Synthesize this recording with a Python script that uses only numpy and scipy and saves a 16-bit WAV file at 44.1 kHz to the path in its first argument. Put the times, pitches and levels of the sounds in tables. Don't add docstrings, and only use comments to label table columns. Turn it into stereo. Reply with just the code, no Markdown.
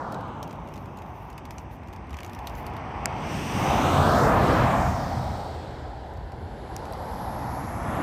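import sys
import numpy as np
from scipy import signal
from scipy.fft import rfft, irfft, next_fast_len
from scipy.io import wavfile
from scipy.ndimage import uniform_filter1d

SR = 44100
rng = np.random.default_rng(int(sys.argv[2]) if len(sys.argv) > 2 else 0)


def voltage_ratio(decibels):
    exponent = np.asarray(decibels, float) / 20
    return 10 ** exponent


def wav_out(sig):
    wavfile.write(sys.argv[1], SR, np.round(np.clip(np.atleast_2d(sig).T, -1, 1) * 32767).astype(np.int16))


N = 353682
FRAME, HOP = 2048, 512

# at_s, place_m (left of centre), speed_m_per_s (to the left), lane_distance_m, roar_hz
VEHICLES = [
    (0.0, 4, 23, 17.8, 1020),
    (4.35, 0.56, -24, 14.5, 804),
    (8.0, -10, 19, 19.3, 827),
]
# rumble_db, drone_db, boom_db, roar_db, tread_db, hiss_db, rush_db, top_db
VEHICLE_LAYERS = [
    (-91, -39.5, -40, -37.5, -50, -69.5, -79, -88),
    (-32, -30.5, -28.5, -23.5, -32, -41.5, -48.5, -59),
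    (-37.5, -44.5, -34.5, -29, -38, -49.5, -54, -75),
]
FAR_TRAFFIC = (-60.5, -59.5, -52, -51.5, -95, -90, -83, -100)
LAYER_HZ = [65, 140, 300, 780, 1750, 4200, 7600, 13500]
# frequency_hz, density_db (per Hz)
COLOUR = [(45, -15.5), (100, -14.5), (260, -21), (480, -24), (800, -27.5), (1050, -24), (1250, -23),
          (1900, -28.5), (2800, -31.5), (5000, -31), (8500, -30.5), (10000, -31), (14000, -25),
          (15800, -33)]
# loss_db (per doubled distance), near_hedge_db, far_hedge_db, louder_ahead_db
TRAVEL = [(5, 2.5, -0.9, -1.9), (8, -0.5, 7, 0.9), (7.5, 4.5, 4, 2), (6.5, 4.5, 1.7, 0.84),
          (7, 4.5, 1.5, 2), (6.5, 3, 9.5, 1.3), (8, 3, 14.5, 0.2), (6.5, 3.5, 20.5, 2.2)]
GAPS = [(-12, 2.1, 20.9, 3.8), (-29, 6.3, 27.6, 2.4)]
# start_s, engine_load_db, tyre_noise_db (rough or smooth asphalt)
EFFORT = [(0, -4, 1.5), (.7, 0.5, -0.8), (1.3, 1.5, -0.2), (1.85, 0.5, -4.5), (2.3, -1, -0.5),
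          (2.65, 1.5, 1.5), (3.1, 2, 5.5), (3.45, 1.6, -5.5), (3.7, -1, 3), (4.1, 1, 0), (4.45, 2.2, -1.5),
          (4.75, 1.5, 1), (5.3, -0.6, 3.5), (6.0, -7, -1.5), (6.5, 1, -0.5), (7.0, 3, 3.5), (7.45, 4, 3.5),
          (7.75, 4.2, -0.5)]
# start_s, level_db
CLEARNESS = [(0, 6), (.5, -0.5), (1.9, -6), (2.5, -2.3), (3.0, -2), (3.35, 4), (3.8, 0.2), (4.2, 0.4),
             (4.4, -4.5), (4.9, -0.8), (5.3, -1.5), (5.8, 4), (6.3, 0.5), (6.8, 5.5), (7.3, -1.2),
             (8.02, -3.5)]
FOLLOWS = [(0.34, .01, .01), (1.46, .01, .01), (0.57, 0.11, .01), (.01, 1.06, .01), (.01, 0.4, 0.39),
           (.01, 0.43, 0.72), (.01, .3, 1.2), (.01, .2, 0.37)]
# side (-1 right to 1 left), left_minus_right_db, ground_dip_hz, dip_depth_db
BEARING = [(-0.96, 0.5, 120, -3), (-.88, -3, 410, 7.5), (-0.48, -8.5, 436, 9.5), (-0.33, -5.5, 330, 0.5),
           (.3, -1.2, 350, 3), (0.56, 1, 420, 5.5), (1, 3.5, 528, 6.5)]
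# frequency_hz, centre_lag_samples, side_lag_samples, balance_db, pan_share, likeness (0-1)
PORTS = [(100, -3, 23, 0.2, 0.035, 1), (270, -3, 20, 1, 0.0024, 0.99), (500, -2.5, 21.6, 0, 0.51, 0.99),
         (950, 0, 16.2, 0, 1, 0.9), (1167, -0.5, 15.7, -0.5, 0.92, 1), (1590, 1, 16.4, -3, 0.38, 0.77),
         (1850, 4.5, 14.65, -2.5, 0.29, 0.87), (4200, 4.5, 15.16, -3, 0, 0.78),
         (7360, 3.5, 14.9, -1.5, 0.31, 0.42)]
# start_s, crank_hz, level_db
FIRING = [
    (2.4, 44.9, -55),
    (3.4, 44.86, -43),
    (3.75, 44.07, -32),
    (4.0, 43.7, -23.5),
    (4.35, 42.6, -45),
    (4.7, 40.24, -26),
    (5.3, 40.03, -41.5),
    (6.2, 39.05, -49),
]
# order (per crank turn), level_db
ENGINE_ORDERS = [(2, 0), (3.2, -1)]
# start_s, peak_db, echo_ms, echo_share, top_db
TWIGS = [
    (3.0575, 0.5, .317, 0.51, -25),
    (6.7651, -11.5, 0.27, 0.37, -12),
]
# start_s, peak_db, ring_hz, top_db, low_db
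GRIT = [(0.1221, -32.5, 4050, -16, -22), (0.1434, -36, 3940, -27, -19), (0.4279, -30, 5400, -17, -23),
        (0.5087, -38, 3120, -22, -10), (0.5277, -39.5, 3350, -15, -10), (1.3788, -32.5, 3440, -20, -8.5),
        (1.4526, -35, 3530, -17, -11), (1.507, -32, 5140, -17, -14), (1.582, -32.5, 5760, -38, -15),
        (2.1419, -37.5, 4320, -19, -3), (2.1869, -36, 3300, -17, -0.5), (2.2039, -35.5, 4430, -20, -4),
        (2.2318, -32.5, 3050, -15.5, -5), (2.2463, -33, 5860, -16, -15), (2.332, -36, 3490, -14, -18),
        (2.3481, -35, 5320, -13, -19), (2.389, -37, 3350, -16, -17), (2.471, -23.5, 3520, -16, -16),
        (2.4963, -38, 3540, -16, -12), (2.6653, -31.5, 4370, -12, -27), (2.7656, -36.5, 3530, -13, -18),
        (6.8533, -38, 4500, -19, -14), (6.9243, -39, 4000, -5.5, -16), (6.9331, -36, 4470, -17.5, -26)]
# start_s, peak_db, ring_hz
FINE_GRIT = [(0.2078, -44, 4600), (0.28, -48, 3010), (0.436, -43, 5950), (0.476, -41, 3130),
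             (0.6739, -44, 3710), (0.687, -44, 4220), (0.7383, -38, 5070), (0.7642, -42, 3270),
             (0.7764, -40.5, 4150), (0.857, -42.5, 3390), (0.9717, -39, 6500), (0.9864, -43, 6290),
             (1.0195, -41, 3550), (1.3005, -39, 6040), (1.3279, -43, 4650), (1.8731, -46, 3390),
             (1.884, -44, 4670), (1.9339, -39.5, 4470), (1.9614, -41.5, 3330), (2.106, -38.5, 3170),
             (2.1295, -37, 3390), (2.1685, -35, 3130), (2.2627, -37.5, 6220), (2.2952, -38, 3350),
             (2.5515, -40.5, 6200), (2.736, -43, 3270), (6.0594, -51, 4630), (6.135, -48, 4350),
             (6.1724, -49, 4480), (6.319, -42.5, 4080)]
# start_s, peak_db
PATTER = [(.4944, -46), (.5561, -51), (.602, -55), (.7577, -41), (1.0614, -51), (1.712, -51), (1.8332, -51),
          (1.8612, -58), (1.9031, -56), (1.928, -43), (2.0702, -53), (2.0941, -46), (2.2764, -45),
          (2.6994, -54)]
# start_s, level_db, length_s
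LEAVES = [(0.138, -71, .03), (.5, -74, .05), (0.765, -66, 0.078), (1.0, -74, 0.076), (1.197, -65, 0.082),
          (1.533, -66, 0.021), (1.6, -63, .025), (1.74, -58.5, 0.02), (1.94, -72, 0.013), (2.195, -83, .08),
          (2.34, -66, 0.039), (2.493, -62, 0.046), (2.585, -52, 0.023), (2.67, -63, .03)]
# start_s, peak_db, pitch_hz
BUMPS = [(0.549, -34, 53), (0.949, -49, 65.6), (2.098, -27.5, 71.4), (2.329, -35, 68.6), (2.489, -29, 53.8),
         (5.778, -29.5, 72), (6.4, -28, 80.5), (6.558, -48, 72.5), (6.925, -32, 81)]
# start_s, centre_hz, level_db
INSECTS = [(5.4, 11200, -89), (5.63, 11200, -82), (5.96, 11000, -82), (6.22, 11200, -81),
           (6.66, 10700, -71.5), (7.11, 11400, -61.5), (7.46, 11300, -57), (7.81, 11000, -62),
           (8.02, 11200, -60)]


def columns(rows, at):
    x, *rest = np.transpose(rows)
    return [np.interp(at, x, c) for c in rest]


def over_hz(rows, hz):
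    rows = np.array(rows, float)
    return [np.interp(np.log(hz + 1), np.log(rows[:, 0]), c)[:, None] for c in rows.T[1:]]


def drift(rate_hz, count=1):
    pole = np.exp(-80 * np.pi * rate_hz / SR)
    push = rng.standard_normal((count, N // 40 + 2002))
    slow = signal.lfilter([1], [1, -2 * pole, pole * pole], push)[:, 2000:]
    slow = slow / slow.std(axis=1, keepdims=True)
    return np.array([np.interp(np.arange(N) / 40, np.arange(len(v)), v) for v in slow])


def spectra(x):
    return signal.stft(x, SR, nperseg=FRAME, noverlap=FRAME - HOP)


def sound(z):
    return signal.istft(z, SR, nperseg=FRAME, noverlap=FRAME - HOP)[1][..., :N]


def patchy(shape, lines, frames):
    patches = uniform_filter1d(rng.standard_normal(shape), size=lines, axis=0)
    patches = uniform_filter1d(patches, size=frames, axis=1)
    return patches / patches.std()


def band(x, low_hz, high_hz):
    return signal.sosfilt(signal.butter(2, [low_hz, min(high_hz, .45 * SR)], "band", fs=SR, output="sos"), x)


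def bell(hz, centre_hz, octaves):
    return np.exp(-.5 * (np.log2((hz[:, None] + 1) / centre_hz) / octaves) ** 2)


def vehicles(s):
    at, place, speed, lane, roar_hz = np.transpose(VEHICLES)[:, :, None]
    along = place + speed * (s - at)
    distance = np.hypot(along, lane)
    closing = -along * speed / distance
    hidden = []
    for right, right_blur, left, left_blur in GAPS:
        opening = np.tanh((along - right) / right_blur) - np.tanh((along - left) / left_blur)
        hidden.append(1 - opening / 2)
    loss, near, far, ahead = np.transpose(TRAVEL)[:, :, None, None]
    db = np.transpose(VEHICLE_LAYERS)[:, :, None] - loss * np.log2(distance / lane)
    db = db - near * hidden[0] - far * hidden[1] + ahead * closing / abs(speed)
    controls = columns(EFFORT, s) + columns(CLEARNESS, s)
    db = db + (np.array(FOLLOWS) @ controls)[:, None]
    power = voltage_ratio(db) ** 2
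    lead = power[3] / power[3].sum(axis=0)
    side = (lead * 1.031 * np.sin(np.arctan2(along, lane) - 0.046)).sum(axis=0)
    pitch_hz = roar_hz * (1 + closing / 343) * (1 - 0.16 * (lane / distance) ** 2)
    total = power.sum(axis=1) + voltage_ratio(np.array(FAR_TRAFFIC))[:, None] ** 2
    return 10 * np.log10(total), side, (lead * pitch_hz).sum(axis=0)


def firing():
    crank_hz, db = columns(FIRING, np.arange(N) / SR)
    turn = 2 * np.pi * np.cumsum(crank_hz * (1 + 0.0116 * drift(2.7)[0])) / SR
    waver = voltage_ratio(2.2 * drift(4.0, count=2))
    tone = sum(voltage_ratio(g) * w * np.sin(k * turn) for (k, g), w in zip(ENGINE_ORDERS, waver))
    return voltage_ratio(db) * tone


def road_colour(hz, layers, side, roar_hz, dip_hz, dip_db):
    place = np.interp(np.log(hz + 1), np.log(LAYER_HZ), np.arange(len(layers)))
    below = np.minimum(place.astype(int), len(layers) - 2)
    part = (place - below)[:, None]
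    db = (1 - part) * layers[below] + part * layers[below + 1] + over_hz(COLOUR, hz)[0]
    db = db - dip_db * bell(hz, dip_hz, 0.31)
    db = db + (2.85 + 2.0 * abs(side)) * bell(hz, roar_hz, .24 - 0.1 * abs(side))
    db = db - (4.5 - 2.3 * side) * side ** 4 * bell(hz, 1.48 * roar_hz, 0.088)
    db = db + np.clip(side, 0, 1) * (7.6 * bell(hz, 6000, 0.084) + 3.0 * bell(hz, 2580, 0.45))
    db = db - 1.4 * np.clip(-side, 0, 1) * bell(hz, 2650, 0.069)
    return db + .9 * patchy(db.shape, 15, 13)


def traffic():
    hz, s, (common, left, right) = spectra(rng.standard_normal((3, N)))
    layers, side, roar_hz = vehicles(s)
    pan_db, dip_hz, dip_db = columns(BEARING, side)
    gain = voltage_ratio(road_colour(hz, layers, side, roar_hz, dip_hz, dip_db)) * np.sqrt(SR / 2)
    centre, span, balance_db, share, alike = over_hz(PORTS, hz)
    alike = np.clip(alike, 0, 1)
    common = np.sqrt(alike) * gain * common + spectra(firing())[2]
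    own = np.sqrt(1 - alike) * gain
    half_lag = np.exp(1j * np.pi * hz[:, None] * (centre + span * side) / SR)
    tilt = voltage_ratio((balance_db + share * pan_db) / 2)
    from_right, from_left = np.clip(-side, 0, 1), np.clip(side, 0, 1)
    notch = voltage_ratio(-5 * bell(hz, 6150, 0.041) * from_right)
    notch = notch * voltage_ratio(-3 * bell(hz, 2070, 0.062) * from_right)
    notch = notch * voltage_ratio(-3.5 * bell(hz, 8500, 0.07) * from_left)
    lift = voltage_ratio(13.5 * bell(hz, 8370, .04) * from_left)
    left_port = (common * half_lag + own * left) * tilt * notch
    right_port = (common / half_lag + own * right) / tilt * lift
    return sound(np.array([left_port, right_port]))


def twigs():
    out = np.zeros(N)
    for s, db, echo_ms, share, top_db in TWIGS:
        crack, i = np.zeros(600), round(s * SR)
        bounces = [0, round(echo_ms * SR / 1000), round(2 * echo_ms * SR / 1000)]
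        crack[bounces] = [1, -share, 0.27 * share]
        crack[1:] += 0.019 * rng.standard_normal(599) * voltage_ratio(-60 * np.arange(599) / SR / 0.012)
        wood = voltage_ratio(-3.5) * band(crack, 900, 2000) - voltage_ratio(3.5) * band(crack, 2000, 3000)
        body = band(crack, 3300, 8300) + voltage_ratio(.7 * db) * wood
        crack = signal.sosfilt(signal.butter(6, 15800, fs=SR, output="sos"), crack)
        out[i:i + 600] += voltage_ratio(db + 6.5) * (body + voltage_ratio(top_db) * band(crack, 8900, 24000))
    return np.array([np.roll(out, 6), out])


def grit():
    fine = FINE_GRIT + [(*row, 3700) for row in PATTER]
    grains = GRIT + [(*row, -16.5, -12.5) for row in fine]
    out, t = np.zeros((2, N + 2000)), np.arange(1800) / SR
    snap, crumble = voltage_ratio(5.5 - 60 * t / 0.0099), voltage_ratio(-18.0 - 60 * t / 0.082)
    shape = (1 - np.exp(-(t / 0.0018) ** 2)) * (snap + crumble)
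    pan = voltage_ratio([[-1.5], [1.5]])
    for s, db, ring_hz, top_db, low_db in grains:
        burst = rng.standard_normal((3, len(t)))
        burst = (burst[0] + 1.03 * burst[1:]) * shape
        body = band(burst, 1800, 7750) + 0.77 * band(burst, ring_hz * 0.925, ring_hz * 1.1)
        body = body + voltage_ratio(low_db + 13.5) * band(burst, 1850, 3160)
        top = band(band(burst, 6650, 15000), 3400, 14800)
        i = round((s - .0006) * SR)
        out[:, i:i + len(t)] += voltage_ratio(db + 2.5) * (body * pan + voltage_ratio(top_db + 9.0) * top)
    return out[:, :N]


def leaves():
    t = np.arange(N) / SR
    swell = sum(voltage_ratio(db) * np.exp(-.5 * ((t - s) / length) ** 2) for s, db, length in LEAVES)
    sizes = voltage_ratio(4.0 * np.minimum(rng.exponential(1, (2, N)), 5)) * rng.choice([-1, 1], (2, N))
    grains = sizes * (rng.random((2, N)) < 4000 / SR)
    bright = band(grains, 9000, 16000) + voltage_ratio([[-3], [-1.5]]) * band(grains, 3500, 9000)
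    return swell * bright / bright.std()


def bumps():
    t, out = np.arange(N) / SR, np.zeros(N)
    for s, db, hz in BUMPS:
        swell = np.exp(-.5 * ((t - s - .04) / 0.029) ** 2)
        out += voltage_ratio(db - 4) * swell * np.sin(2 * np.pi * hz * (t - s))
    return out


def insects():
    hz, s, z = spectra(rng.standard_normal(N))
    centre_hz, db = columns([(5.2, 11000, -100)] + INSECTS, s)
    ragged = voltage_ratio(1.4 * patchy(z.shape, 20, 5))
    shape = bell(hz, centre_hz, 0.095) * ragged * np.sqrt(SR / 2 / 900)
    return sound(z * shape * voltage_ratio(db + 2.5)) * voltage_ratio(1.5 * drift(3.1)[0])


def scene():
    soft = traffic() + grit() + leaves() + bumps() + insects()
    return signal.sosfilt(signal.ellip(10, .5, 50, 15800, fs=SR, output="sos"), soft) + twigs()


def band_limit(x):
    return signal.sosfilt(signal.butter(12, 16400, fs=SR, output="sos"), x)


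def record(dry):
    size = next_fast_len(N + 100)
    left, right = rfft(dry, size)
    hz = np.arange(len(left)) * SR / size
    top = 1 / (1 + np.exp(-(hz - 9000) / 30))
    copy = left * np.exp(1j * (2 * np.pi * hz * 15.13 / SR + 1.1))
    mix = irfft(np.array([left, (1 - top) * right + top * copy]), size)[:, :N]
    mix = signal.sosfilt(signal.butter(5, 48.0, "high", fs=SR, output="sos"), mix)
    return band_limit(mix)


dry = scene()
out = record(dry)
wav_out(out)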